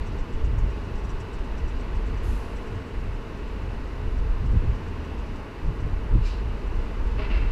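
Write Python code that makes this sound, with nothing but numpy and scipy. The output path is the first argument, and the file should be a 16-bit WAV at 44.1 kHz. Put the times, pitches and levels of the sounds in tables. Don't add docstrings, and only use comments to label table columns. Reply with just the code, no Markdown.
import sys
import numpy as np
from scipy import signal
from scipy.fft import rfft, irfft
from scipy.io import wavfile
from scipy.ndimage import uniform_filter1d

SR = 44100
rng = np.random.default_rng(int(sys.argv[2]) if len(sys.argv) > 2 else 0)


def generate_wav(sig):
    pcm = np.round(np.clip(np.atleast_2d(sig).T, -1, 1) * 32767).astype(np.int16)
    wavfile.write(sys.argv[1], SR, pcm)


def invert_db(level):
    return 10 ** (np.asarray(level, dtype=float) / 20)


N = 331191
TIME = np.arange(N) / SR
HZ = np.maximum(np.arange(N // 2 + 1) * SR / N, 1)


def unit(x):
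    return x / np.sqrt(np.mean(x ** 2))


def colour(points):
    hz, db = np.transpose(points)
    return invert_db(np.interp(np.log(HZ), np.log(hz), db, left=-140, right=-140))


def peaks(table):
    return invert_db(sum(db / (1 + (2 * (HZ - hz) / width) ** 2) for hz, width, db in table))


def shaped(x, gain):
    return unit(irfft(rfft(x) * gain, N))


def noise_of(points):
    return shaped(rng.standard_normal(N), colour(points))


def smooth_twice(x, span):
    return uniform_filter1d(uniform_filter1d(x, span), span)


def walk(rate):
    k = int(SR / rate)
    levels = np.repeat(rng.standard_normal(N // k + 1), k)
    return unit(smooth_twice(levels, k)[:N])


def steady(x, span):
    return unit(x / np.sqrt(smooth_twice(x ** 2, int(span * SR)) + 0.017))


def hold(table):
    s, db = np.transpose(table)
    return invert_db(np.interp(TIME, s, db))


def burst(s, db, rise, hold_s, fade):
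    return invert_db(db - rise * np.maximum(s - TIME, 0) - fade * np.maximum(TIME - s - hold_s, 0))


def bumps(table, column):
    t = TIME[::64]
    power = sum(invert_db(row[column] - 24 * ((t - row[0]) / row[-1]) ** 2) ** 2 for row in table)
    return np.interp(TIME, t, power)


def tone(table, waver):
    s, hz, db = np.transpose(table)
    level = invert_db(np.interp(TIME, s, db, left=-140, right=-140))
    pitch = np.interp(TIME, s, hz) * (1 + waver * walk(150.))
    return level * np.sin(2 * np.pi * np.cumsum(pitch) / SR)


def patchy(gain, shared_db, own_db, rate):
    spectrum, common, out = rfft(rng.standard_normal(N)) * gain, walk(rate), 0
    place = 2 * np.log2(HZ)
    for band in range(12, 29):
        share = np.cos(np.pi / 2 * np.clip(place - band, -1, 1)) ** 2
        flicker = invert_db(shared_db * common + own_db * walk(rate))
        out = out + irfft(spectrum * share, N) * flicker
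    return unit(out)


def traffic():
    # (frequency [Hz], density [dB per Hz])
    roar_colour = [(70, -34), (130, -18.5), (165, -1), (240, 0), (360, -4), (445, -3), (520, -10.5),
                   (750, -11), (840, -10), (1050, -11.5), (1330, -14.5), (2570, -20.5), (2980, -16),
                   (3350, -41)]
    # (frequency [Hz], density [dB per Hz])
    hiss_colour = [(2600, -23), (3100, 0.5), (4100, -1), (4900, -4), (5500, -8), (6500, -11.5), (7900, -15),
                   (8700, -21.5), (11000, -30)]
    # (time [s], level re mean [dB])
    flow_levels = [
        (0, .3),
        (.6, -.2),
        (2.3, .8),
        (3.3, -.4),
        (4.25, -.5),
        (4.85, .3),
        (5.5, -.7),
        (6.4, -.3),
        (7.1, .4),
    ]
    roar_db, hiss_db, hiss_follow = -39.8, -59, 1.3
    roar = patchy(colour(roar_colour), .12, 0.4, rate=5.)
    hiss = patchy(colour(hiss_colour), 0.3, 0.45, rate=11.)
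    flow = hold(flow_levels)
    return roar * invert_db(roar_db) * flow + hiss * invert_db(hiss_db) * flow ** hiss_follow


def housing(sound):
    # (frequency [Hz], width [Hz], gain [dB])
    resonances = [(458, 206, 2.5), (632, 31, 1), (760, 44, -7.5), (895, 72, 3), (1074, 95, 3),
                  (1483, 81, 2.5), (1945, 86, 2.5), (2200, 70, 0), (2590, 96, 4.5), (3000, 280, -4),
                  (5850, 130, 3.5)]
    return irfft(rfft(sound) * peaks(resonances), N)


def buffeting(blow):
    # (frequency [Hz], density [dB per Hz])
    rumble_colour = [(8, -18.5), (20, -3), (45, 0.5), (70, -10), (110, -36), (200, -68.5)]
    # (time [s], level [dB], length [s])
    puffs = [(0.0, -23, .04), (0.22, -23, .05), (0.35, -22, .05), (0.44, -21, .08), (0.63, -19.5, .08),
             (0.96, -25, .05), (1.05, -26.5, .05), (1.15, -26, .07), (1.42, -24, .05), (1.53, -24.5, .05),
             (1.645, -22.5, .05), (1.76, -26, .07), (1.97, -23.5, .07), (2.32, -23, .1), (2.98, -25, .07),
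             (4.08, -22.5, .04), (4.2, -22, .05), (4.31, -20.5, .05), (4.51, -19, .05), (4.585, -17.5, .05),
             (4.7, -20, .08), (5.67, -20.5, .06), (5.85, -26, .05), (5.95, -23, .06), (6.155, -13.5, .07),
             (6.24, -21, .07), (6.67, -23, .04), (6.78, -23, .06), (7.04, -21, .07), (7.35, -19.5, .07)]
    # (time [s], depth [dB], length [s])
    lulls = [
        (.29, 9, .04),
        (.89, 4, .05),
        (1.25, 5, .06),
        (2.88, 9, .06),
        (3.27, 5, .07),
        (4.82, 5, .04),
        (5.07, 7, .05),
        (5.49, 5, .05),
        (6.6, 10, .04),
        (6.92, 4, .05),
    ]
    flutter_db, flutter_rate = 1.6, 17.
    rumble = steady(noise_of(rumble_colour), 0.029)
    swing = (blow * invert_db(flutter_db * walk(flutter_rate))) ** 2 + bumps(puffs, column=1)
    calm = invert_db(-sum(db * np.exp(-((TIME - s) / length) ** 2) for s, db, length in lulls))
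    return rumble * np.sqrt(swing) * calm


def eddies(blow):
    # (frequency [Hz], density [dB per Hz])
    large_colour = [(50, -36), (75, 0), (105, -2), (135, -21.5), (250, -42)]
    # (frequency [Hz], density [dB per Hz])
    small_colour = [(85, -22), (118, -2.5), (150, -6), (200, -23), (400, -39)]
    # (time [s], large level [dB], small level [dB], length [s])
    shed_times = [(0.0, -29, -48, .04), (.12, -34.5, -46, .08), (.33, -36, -37, .07), (.47, -42, -32, .06),
                  (.56, -28, -35, .08), (.645, -29, -31, .07), (.88, -35, -43, .12), (1.09, -38, -40, .12),
                  (1.22, -35.5, -53, .08), (4.03, -34, -44, .07), (1.94, -34, -45, .05),
                  (2.15, -35, -39, .06), (2.28, -33, -48, .09), (2.76, -32, -44, .1), (3.1, -35, -41, .1),
                  (3.66, -35, -43, .12), (4.24, -39, -38, .08), (4.44, -28, -30.5, .07),
                  (4.56, -22, -34, .07), (4.69, -27, -33, .11), (4.93, -40, -55, .18),
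                  (5.33, -38, -55, .07), (5.69, -29, -27.5, .05), (5.84, -30, -29, .06),
                  (5.94, -31, -44, .08), (6.165, -19.5, -33, .07), (6.5, -34, -41, .12),
                  (6.77, -36, -39, .06), (7.16, -35, -46, .06), (7.44, -33, -38, .08)]
    large_db, small_db, mean_wind_db, follow = -42, -46, -30, .15
    flutter_db, flutter_rate = 1.6, 16.
    shed = (blow / invert_db(mean_wind_db)) ** follow
    large = steady(noise_of(large_colour), 0.026)
    small = steady(noise_of(small_colour), 0.032)
    large_power = (shed * invert_db(large_db + flutter_db * walk(flutter_rate))) ** 2 + bumps(shed_times, column=1)
    small_power = (shed * invert_db(small_db + flutter_db * walk(flutter_rate))) ** 2 + bumps(shed_times, column=2)
    return large * np.sqrt(large_power) + small * np.sqrt(small_power) * invert_db(-1.5)


def slaps():
    # (frequency [Hz], density [dB per Hz])
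    slap_colour = [(130, -15), (190, 7), (300, -1), (450, -7), (540, -18)]
    # (start time [s], level [dB], length [s])
    strikes = [
        (0.603, -49, 0.084),
        (2.126, -41, 0.037),
        (4.425, -38, 0.067),
        (4.512, -29, 0.087),
        (4.619, -35.5, 0.053),
        (5.82, -42, 0.05),
        (6.122, -29.5, 0.075),
        (.52, -40, .05),
        (7.24, -40, .04),
        (7.295, -36, .035),
    ]
    slap = steady(noise_of(slap_colour), 0.018)
    strength = sum(invert_db(db) * np.sin(np.pi * np.clip((TIME - s) / length, 0, 1)) ** 2
                   for s, db, length in strikes)
    return slap * strength


def wind():
    # (time [s], level [dB])
    strength = [(0, -31), (.3, -37), (.52, -24), (.8, -31), (1.3, -34), (1.8, -30), (2.2, -26.5),
                (2.85, -36), (3.1, -29), (3.3, -34), (3.9, -31), (4.45, -24), (4.8, -32), (5.3, -30),
                (5.5, -37), (6.2, -26), (6.7, -28), (7.51, -24)]
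    start_share = .42
    blow = hold(strength)
    opening = np.sin(np.pi / 2 * np.clip(TIME / .02, 0, 1)) ** 2
    return (buffeting(blow) + eddies(blow) + slaps()) * (start_share + (1 - start_share) * opening)


def self_noise():
    # (frequency [Hz], density [dB per Hz])
    hiss_colour = [(3000, -4), (7000, -2), (9000, 0.5), (11000, -1), (14500, -4.5), (15500, -7)]
    return noise_of(hiss_colour) * invert_db(-72.5)


def whine():
    # (frequency [Hz], level [dB rms])
    whine_tones = [(10262, -91), (10287, -90)]
    return sum(invert_db(db + 3) * np.sin(2 * np.pi * hz * TIME) for hz, db in whine_tones)


def squeaks():
    # (time [s], level [dB], whistle re rasp [dB])
    rubs = [(0.0628, -49.5, -5), (0.1864, -51, -5), (0.3272, -53, -5), (0.443, -49, -7),
            (0.5801, -48.5, -5), (0.6994, -53, -5), (0.84, -54, -5), (0.95, -53, -9), (0.98, -53, -1),
            (1.04, -52, -1), (1.0929, -47, 0), (1.198, -47, -9), (1.331, -48.5, -14), (1.4406, -55, -5),
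            (1.5748, -50, -3), (1.6786, -50, -5), (1.7994, -52, -3), (1.9494, -54, -5), (2.063, -52, -5),
            (2.17, -53, -5), (2.394, -54, -5), (2.5611, -51, -5), (2.6673, -52, -5), (4.1754, -56, -5),
            (4.4533, -54, -8), (4.8754, -55, -5), (5.0394, -55, -5), (5.1806, -54, -5), (5.3542, -55, -5),
            (5.8004, -55, -5)]
    # (time [s], level [dB])
    faint_rubs = [(1.385, -55), (2.75, -56), (2.868, -57), (2.99, -57), (3.136, -57), (3.374, -57),
                  (3.4765, -58), (3.61, -58), (3.73, -58), (3.8686, -57), (4.515, -57), (4.7486, -56),
                  (5.663, -57), (6.6657, -56), (6.749, -57), (7.0678, -55)]
    # (frequency [Hz], density [dB per Hz])
    rasp_colour = [(4500, -33), (5300, -7.5), (6000, -9.5), (7000, -15), (8000, -11.5), (8700, -23.5),
                   (10500, -24.5), (12000, -35)]
    # (frequency [Hz], width [Hz], gain [dB])
    pad_rings = [(5750, 220, 4), (6470, 250, 4), (7000, 250, 4), (7500, 250, 3), (7950, 300, 4)]
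    rub_s, whistle_hz, whistle_scatter = .05, 5800, .01
    ring_scatter, ring_scatter_db, faint_whistle_db = .025, 2.5, -6
    rows = rubs + [(s, db, faint_whistle_db) for s, db in faint_rubs]
    t = np.arange(int(rub_s * SR)) / SR
    press = np.sin(np.pi * (t / t[-1]) ** 0.55) ** 2.2
    hz = np.arange(len(t) // 2 + 1) * SR / len(t)
    rasp_gain, out = np.interp(hz, HZ, colour(rasp_colour)), np.zeros(N)
    ring_hz, width, ring_db = np.transpose(pad_rings)[:, :, None]
    for s, db, whistle_db in rows:
        noise = rng.standard_normal(len(t))
        chance = rng.standard_normal((3, len(pad_rings), 1))
        shape = 1 + (2 * (hz - ring_hz * (1 + ring_scatter * chance[0])) / width) ** 2
        rings = invert_db(np.sum((ring_db + ring_scatter_db * chance[1]) / shape, axis=0))
        rasp = unit(irfft(rfft(noise) * rasp_gain * rings, len(t)))
        pitch = whistle_hz * (1 + whistle_scatter * chance[2, 0])
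        whistle = invert_db(whistle_db) * np.sin(2 * np.pi * pitch * t)
        start = int(s * SR)
        out[start:start + len(t)] += invert_db(db - 10.8) * press * (rasp + whistle)
    return np.roll(out, -int(.006 * SR))


def release(body, bright, air, jet):
    return noise_of(air) * burst(*body) + noise_of(jet) * burst(*bright)


def brakes():
    # (frequency [Hz], density [dB per Hz])
    first_air = [(3500, -8), (5500, 1), (7600, 1), (9000, -3), (10400, -.5), (11500, -1), (12500, -10),
                 (14500, -20)]
    second_air = [(2000, -7), (2900, 5), (3400, -6.5), (4050, 3), (4900, -3.5), (5600, -11), (7000, -23),
                  (9000, -26)]
    # (frequency [Hz], density [dB per Hz])
    first_jet = [(7000, -10), (10000, 0), (12500, -1), (14500, -5), (15500, -12)]
    second_jet = [(4000, -7), (5000, 3), (6500, -4), (7600, -4), (8600, -15.5), (11000, -16), (13000, -28)]
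    # (time [s], frequency [Hz], level [dB])
    valve = [
        (6.225, 2800, -75),
        (6.238, 2800, -52),
        (6.254, 2780, -54),
        (6.257, 2400, -51),
        (6.268, 2385, -47),
        (6.284, 2350, -50),
        (6.296, 2330, -75),
    ]
    first = release((2.238, -59, 1200, .07, 42), (2.238, -67.5, 1200, .12, 80), first_air, first_jet)
    second = release((6.256, -48.5, 450, .075, 150), (6.262, -53, 400, .015, 200), second_air, second_jet)
    return first + second + invert_db(2.5) * tone(valve, .0025)


def engine():
    # (time [s], frequency [Hz], level [dB])
    note = [
        (4.76, 92, -60),
        (4.84, 88, -35),
        (5.0, 80, -34),
        (5.15, 73, -35),
        (5.3, 66, -38),
        (5.42, 62, -60),
    ]
    return invert_db(.6) * tone(note, .03)


def knock():
    # (frequency [Hz], level [dB], t60 [s])
    thud = [(275, -35, .13), (415, -31, .15), (630, -34, .14), (820, -41, .12), (1100, -37, .15),
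            (1980, -43, .12)]
    t = np.maximum(TIME - 7.183, 0)
    ring = sum(invert_db(db - 60 * t / t60) * np.sin(2 * np.pi * hz * t) for hz, db, t60 in thud)
    return invert_db(8) * ring * (1 - np.exp(-t / 0.011)) ** 2


def rattle():
    # (frequency [Hz], density [dB per Hz])
    load_colour = [(130, -14), (190, 4), (500, -2), (1200, 1), (2000, 1), (2900, 3.5), (3300, -6),
                   (4400, -9), (5200, -14), (6500, -30), (8000, -44)]
    # (frequency [Hz], width [Hz], gain [dB])
    load_rings = [(630, 80, 9), (1100, 100, 1), (1240, 80, 3), (1420, 80, 6), (2010, 100, 5),
                  (2180, 120, 3), (2350, 100, 3), (2650, 130, 8), (4400, 200, 0)]
    # (full at [s], level [dB], rise [dB/s], hold [s], fade [dB/s])
    jolts = [
        (7.195, -42, 550, .065, 320),
        (7.31, -41, 500, .04, 50),
        (7.47, -48, 150, .1, 100),
    ]
    # (time [s], level [dB])
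    single_bumps = [
        (7.1942, -39),
        (7.2077, -39),
        (7.2207, -36),
        (7.2481, -39),
        (7.3015, -40),
        (7.3155, -39),
        (7.352, -40),
        (7.375, -39),
    ]
    bump_rise, bump_fade = 3000, 900
    ticks = rng.standard_normal(N) * invert_db(2.1 * rng.exponential(size=N) + 0.79 * walk(60.))
    jolt_power = sum(burst(*jolt) ** 2 for jolt in jolts)
    bump_power = sum(burst(s, db, bump_rise, 0, bump_fade) ** 2 for s, db in single_bumps)
    return shaped(ticks, colour(load_colour) * peaks(load_rings)) * np.sqrt(jolt_power + bump_power)


def panel():
    # (time [s], frequency [Hz], level [dB])
    song = [
        (7.295, 2640, -70),
        (7.308, 2640, -47),
        (7.335, 2700, -45),
        (7.36, 2720, -48),
        (7.39, 2700, -47),
        (7.412, 2620, -49),
        (7.43, 2550, -70),
    ]
    return tone(song, .012)


def treble_dips(x):
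    dip_hz, surge = 12800, 2.25
    power = uniform_filter1d(x ** 2, int(.008 * SR))
    jump = power > surge * uniform_filter1d(power, int(.15 * SR)) + invert_db(-46)
    dipped = uniform_filter1d(1. * jump, int(.016 * SR)) > 0
    gate = uniform_filter1d(dipped, int(.003 * SR), output=float)
    top_band = signal.sosfiltfilt(signal.butter(8, dip_hz, "high", fs=SR, output="sos"), x)
    return x - gate * top_band


def scene():
    road = housing(traffic())
    clatter = knock() + rattle() + panel()
    return (road + wind() + squeaks() + brakes() + engine() + clatter)[None]


def low_pass(x):
    return signal.sosfilt(signal.butter(12, 15290, fs=SR, output="sos"), x)


def record(dry):
    return low_pass(treble_dips(dry + whine() + self_noise()))


dry = scene()
out = record(dry)
generate_wav(out)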